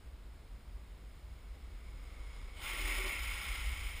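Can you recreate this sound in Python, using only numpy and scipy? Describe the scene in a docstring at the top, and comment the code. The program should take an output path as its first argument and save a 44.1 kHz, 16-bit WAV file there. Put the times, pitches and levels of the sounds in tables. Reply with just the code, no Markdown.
"""Longboard slide on a quiet wooded road.

A longboard rolls near, swings sideways and slides past. Friction on gritty asphalt makes the wheels
hiss, rasp and sing and the board growl; stones snap and single wheels judder in stick-slip.
A camera in a hard, ringing case moves along just above the road with a low rumble. Almost mono."""
import sys
import numpy as np
from scipy import signal
from scipy.fft import rfft, irfft
from scipy.io import wavfile
from scipy.ndimage import uniform_filter1d

SR = 44100
rng = np.random.default_rng(int(sys.argv[2]) if len(sys.argv) > 2 else 0)


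def generate_wav(sig):
    """Save sig (samples, or channels by samples) to the path in sys.argv[1] as 16-bit PCM at SR."""
    pcm = np.round(np.clip(np.atleast_2d(sig).T, -1, 1) * 32767).astype(np.int16)
    wavfile.write(sys.argv[1], SR, pcm)


N = 176400
SLIDE_START_S, SLIDE_FADE_S = 2.5, 0.076

# wheel resonances: f/Hz, width/Hz, relative level/dB
WHEEL_MODES = [(1905, 52, -9), (2124, 140, -4.5), (2233, 129, -0.5), (2342, 120, -5.5), (2442, 75, -5.5),
               (2523, 84, -9.5), (2696, 38, -7.5)]


def amp(db):
    """Decibels to gain."""
    return 10 ** (np.asarray(db) / 20)


def unit_rms(x):
    """Scale to rms 1."""
    return x / np.sqrt(np.mean(x ** 2) + 1e-20)


def seconds():
    """Time of every sample."""
    return np.arange(N) / SR


def envelope(curve):
    """Gain per sample from rows of t/s, level/dB."""
    return amp(np.interp(seconds(), *np.transpose(curve)))


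def ramp(start_s, length_s):
    """Linear rise from 0 to 1."""
    return np.clip((seconds() - start_s) / length_s, 0, 1)


def gate(start_s, length_s, edge_s):
    """Trapezoid window."""
    return ramp(start_s, edge_s) - ramp(start_s + length_s - edge_s, edge_s)


def swell(at_s, sigma_s):
    """Gaussian window."""
    return np.exp(-.5 * ((seconds() - at_s) / sigma_s) ** 2)


def drift(rate_hz):
    """Slow random wander, rms 1."""
    hop, settle = 40, 2000
    pole = np.exp(-2 * np.pi * hop * rate_hz / SR)
    noise = rng.standard_normal(N // hop + settle + 2)
    slow = signal.lfilter([1], [1, -2 * pole, pole * pole], noise)[settle:]
    return np.interp(np.arange(N) / hop, np.arange(len(slow)), unit_rms(slow))


def colour(x, spectrum):
    """Shape unit white noise to rows of f/Hz, density/dB (power per Hz)."""
    hz, db = np.transpose(spectrum)
    bins_hz = np.maximum(np.arange(N // 2 + 1) * SR / N, 1)
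    gain = amp(np.interp(np.log(bins_hz), np.log(hz), db))
    return irfft(rfft(x) * gain * np.sqrt(SR / 2), N)


def resonate(x, modes):
    """Parallel resonators of alternating sign; rms 1."""
    out = 0
    for k, (hz, width_hz, db) in enumerate(modes):
        r = np.exp(-np.pi * width_hz / SR)
        ring = signal.lfilter([1, 0, -1], [1, -2 * r * np.cos(2 * np.pi * hz / SR), r * r], x)
        out = out + (-1) ** k * amp(db) * (1 - r * r) * ring
    return unit_rms(out)


def equalise(x, bands, depth=1):
    """Peaks and dips in series; depth scales their dB."""
    for hz, width_hz, db in bands:
        g = amp(depth * db / 2)
        a = np.tan(np.pi * width_hz / SR)
        c = -2 * np.cos(2 * np.pi * hz / SR)
        x = signal.lfilter([1 + a * g, c, 1 - a * g], [1 + a / g, c, 1 - a / g], x)
    return x


def lowpass(x, cut_hz, order=2):
    """Butterworth low-pass."""
    return signal.sosfilt(signal.butter(order, cut_hz, fs=SR, output="sos"), x)


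def camera_case(x, depth=1):
    """The hard case rings and colours what passes through it."""
    # case peaks and hollows: f/Hz, width/Hz, gain/dB at depth 1
    bands = [(1195, 840, 7.5), (1670, 220, -3), (2075, 380, 8), (3320, 1870, 7.5), (4584, 275, -10.5),
             (5015, 560, 9.5), (7010, 550, 10), (7420, 410, -10), (8740, 1240, 6.5), (9814, 480, 16),
             (9930, 220, -3.5), (12170, 1800, -19), (14150, 250, 12.5)]
    return equalise(x, bands, depth)


def air():
    """Steady soft hiss of road and trees."""
    # hiss ahead of the case: f/Hz, density/dB
    spectrum = [(100, -83.5), (200, -90), (600, -97.5), (1200, -102), (2600, -107), (4400, -111),
                (7500, -116), (11000, -112), (15500, -114)]
    return camera_case(colour(rng.standard_normal(N), spectrum), depth=0.18)


def rumble():
    """The moving camera rumbles, with a short even throb as the board passes."""
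    # rumble spectrum: f/Hz, relative density/dB
    spectrum = [(10, -21), (22, -11.5), (33, -4.5), (44, 1), (56, -1.5), (70, -8.5), (90, -16.5),
                (120, -31.5), (200, -48), (400, -52.5)]
    # rumble envelope: t/s, level/dB
    levels = [(0, -50.5), (1.1, -50.5), (2.1, -46), (2.6, -46.5), (2.85, -44.5), (3.12, -50.5), (3.25, -41),
              (3.38, -45), (3.7, -38.5), (4, -44)]
    throb_hz, throb_db = 41.4, -38.5
    low = colour(rng.standard_normal(N), spectrum)
    low = low / np.sqrt(uniform_filter1d(low ** 2, size=SR // 4))  # running rms held near 1
    cycles = np.cumsum(throb_hz * (1 + 0.016 * drift(rate_hz=8.7))) / SR
    throb = np.sqrt(2) * np.sin(2 * np.pi * cycles) * gate(start_s=2.79, length_s=0.32, edge_s=0.053)
    return envelope(levels) * low + amp(throb_db) * throb


def friction():
    """Smooth hiss plus tiny impacts on grit, fluttering with the wheels' grip."""
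    grains_per_s, spread_db, grit_db, flutter_db = 2200, 3, -2.5, 1.0
    sizes = amp(spread_db * np.minimum(rng.exponential(1, N), 5)) * rng.choice([-1, 1], N)
    grit = unit_rms(sizes * (rng.random(N) < grains_per_s / SR))
    hiss = rng.standard_normal(N)
    return unit_rms((hiss + amp(grit_db) * grit) * amp(flutter_db * drift(rate_hz=63)))


def singing(modes):
    """Friction rings the wheels' resonances."""
    return unit_rms(camera_case(resonate(friction(), modes), depth=0.56))


def rolling():
    """Wheels hiss and sing in their two strongest modes as they near, until the slide takes over."""
    # rolling hiss: f/Hz, relative density/dB
    spectrum = [(100, -10), (500, 9.5), (780, -2), (1200, -0.5), (2600, -6), (3600, -7.5), (7500, -10),
                (15500, -13.5)]
    speed_m_per_s, nearest_m, nearest_s = 20.3, 6.4, 2.37
    hiss_at_1_m_db, sing_re_hiss_db = -44, -6.5
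    distance_m = np.hypot(nearest_m, speed_m_per_s * (seconds() - nearest_s))
    fade_out = 1 - ramp(SLIDE_START_S + SLIDE_FADE_S, SLIDE_FADE_S)
    hiss = unit_rms(camera_case(colour(friction(), spectrum), depth=1.16))
    sing = amp(sing_re_hiss_db) * singing(WHEEL_MODES[1:3])
    return amp(hiss_at_1_m_db) / distance_m * fade_out * (hiss + sing)


def bumps():
    """Each bump rocks the camera for two or three cycles: a soft low puff."""
    # camera bumps: t/s, peak level/dB
    jolts = [(0.14, -39.5), (0.76, -40), (1.637, -44), (2.39, -40.5), (3.22, -38.5), (3.69, -32.5),
             (3.87, -38)]
    rock_hz = 53
    phases = rng.uniform(0, 2 * np.pi, len(jolts))
    out = 0
    for (at_s, db), phase in zip(jolts, phases):
        rocking = np.sin(2 * np.pi * rock_hz * (seconds() - at_s) + phase)
        out = out + amp(db) * swell(at_s, sigma_s=0.014) * rocking
    return out


def scuff():
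    """Wheel edges scrape lightly as the board turns, just before they bite."""
    # scuff resonances: f/Hz, width/Hz, relative level/dB
    modes = [(3370, 500, -1), (9000, 1000, -5.5)]
    level_db = -59.5
    return amp(level_db) * swell(at_s=2.595, sigma_s=0.033) * resonate(friction(), modes)


def scrape():
    """Sideways wheels hiss on the asphalt, losing some treble as the board recedes."""
    # scrape envelope: t/s, level/dB before boost_db
    levels = [(2.5, -76), (2.595, -59), (2.638, -46.5), (2.68, -46), (2.8, -45), (2.92, -43), (3.08, -45),
              (3.15, -47), (3.48, -46.5), (3.6, -48.5), (4, -51.5)]
    # scrape spectrum: f/Hz, relative density/dB
    spectrum = [(100, -3), (250, -2), (600, -3.5), (1200, -5), (1700, -1.5), (2600, -0.5), (4400, -6.5),
                (7500, -6), (15500, 1.5)]
    boost_db = 3
    hiss = unit_rms(camera_case(colour(friction(), spectrum)))
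    dull_share = .5 * ramp(start_s=3.3, length_s=0.1)
    hiss = (1 - dull_share) * hiss + dull_share * lowpass(hiss, cut_hz=14300, order=1)
    return amp(boost_db) * envelope(levels) * hiss


def rasp():
    """Wheel edges rasp, most as they first bite."""
    # rasp envelope: t/s, level/dB before the low-pass
    levels = [(2.55, -65), (2.63, -48), (2.68, -48.5), (2.82, -51.5), (3.07, -50), (3.2, -51.5),
              (3.47, -54), (3.62, -53.5), (4, -60)]
    # edge resonances: f/Hz, width/Hz, relative level/dB
    modes = [(831, 75, -7), (1134, 43, -0.5), (1304, 43, -3.5), (1375, 81, -0.5), (2975, 115, -1),
             (3054, 60, 1.5), (3170, 55, -0.5), (3537, 39, 0)]
    return envelope(levels) * lowpass(resonate(friction(), modes), cut_hz=4400)


def growl():
    """The hard part of the slide shakes the board, ending in a jolt."""
    # growl envelope: t/s, level/dB before the low-pass
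    levels = [(2.55, -67), (2.68, -59.5), (2.9, -57.5), (3.035, -56), (3.068, -47.5), (3.1, -59),
              (3.16, -55.5), (3.25, -81), (4, -83)]
    # board resonances: f/Hz, width/Hz, relative level/dB
    modes = [(296, 73, -3), (374, 43, 0.5), (570, 37, 1), (973, 260, -3.5), (1160, 130, 0)]
    return envelope(levels) * lowpass(resonate(friction(), modes), cut_hz=1220)


def sliding():
    """Scrape, rasp and growl set in; the wheels sing most when loaded and near."""
    # wheel song envelope: t/s, level/dB
    sing_levels = [(2.55, -64.5), (2.7, -45.5), (2.84, -45.5), (2.92, -40), (2.99, -43), (3.08, -40.5),
                   (3.2, -43.5), (3.501, -48), (4, -53.5)]
    slide = scrape() + rasp() + growl() + envelope(sing_levels) * singing(WHEEL_MODES)
    return slide * ramp(SLIDE_START_S, SLIDE_FADE_S)


def stones():
    """Loose stones snap under the wheels; each tick rings the camera case."""
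    # snaps: t/s, peak level/dB ahead of the case
    snaps = [(2.663, -41), (2.922, -35), (3.039, -36), (3.068, -29), (3.49, -26)]
    clicks = np.zeros(N)
    for at_s, db in snaps:
        clicks[int(at_s * SR)] = amp(db)
    return camera_case(clicks, depth=0.4)


def judders():
    """Single wheels stick and slip in uneven pulses, locked to their own resonance."""
    # judders: t/s, length/s, first slip rate/Hz, last slip rate/Hz, mid level/dB, rise/dB
    bursts = [(2.692, 0.077, 380, 326, -58, -1), (2.694, 0.35, 484, 488, -66, 4),
              (2.779, .19, 301, 296, -59, 2), (2.795, 0.16, 368, 380, -59.5, 0),
              (2.965, 0.134, 378, 385, -51.5, 4)]
    rate_jitter, spread_db, width_hz, overtone_db = .014, 3.5, 40.4, -7
    out = 0
    for start_s, length_s, first_hz, last_hz, db, rise_db in bursts:
        progress = ramp(start_s, length_s)
        rate_hz = first_hz + (last_hz - first_hz) * progress
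        cycles = np.cumsum(rate_hz * (1 + rate_jitter * drift(rate_hz=60))) / SR
        slips = np.diff(np.floor(cycles), prepend=0)  # one impulse per cycle
        sizes = amp(spread_db * np.clip(rng.standard_normal(N), -2, 2))
        mid_hz = (first_hz + last_hz) / 2
        tone = resonate(slips * sizes, [(mid_hz, width_hz, 0), (3 * mid_hz, width_hz, overtone_db)])
        out = out + amp(db + rise_db * (progress - .5)) * gate(start_s, length_s, edge_s=0.027) * tone
    return out


def mic_hiss():
    """Faint microphone hiss, independent per channel."""
    # noise floor: f/Hz, density/dB
    spectrum = [(60, -135), (200, -112), (600, -112), (1500, -116), (5000, -116), (8000, -124),
                (15500, -135)]
    return colour(rng.standard_normal((2, N)), spectrum)


def scene():
    """Mono sources over stereo microphone hiss."""
    mono = rolling() + scuff() + sliding() + stones() + judders() + rumble() + bumps() + air()
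    return mono + mic_hiss()


def record(dry):
    """Two notches, then a steep treble cut."""
    # recorder notches: f/Hz, width/Hz, gain/dB
    notches = [(5980, 465, -13.5), (12020, 3130, -10)]
    cut_hz = 15280
    return signal.sosfilt(signal.ellip(12, .1, 70, cut_hz, fs=SR, output="sos"), equalise(dry, notches))


dry = scene()
out = record(dry)
generate_wav(out)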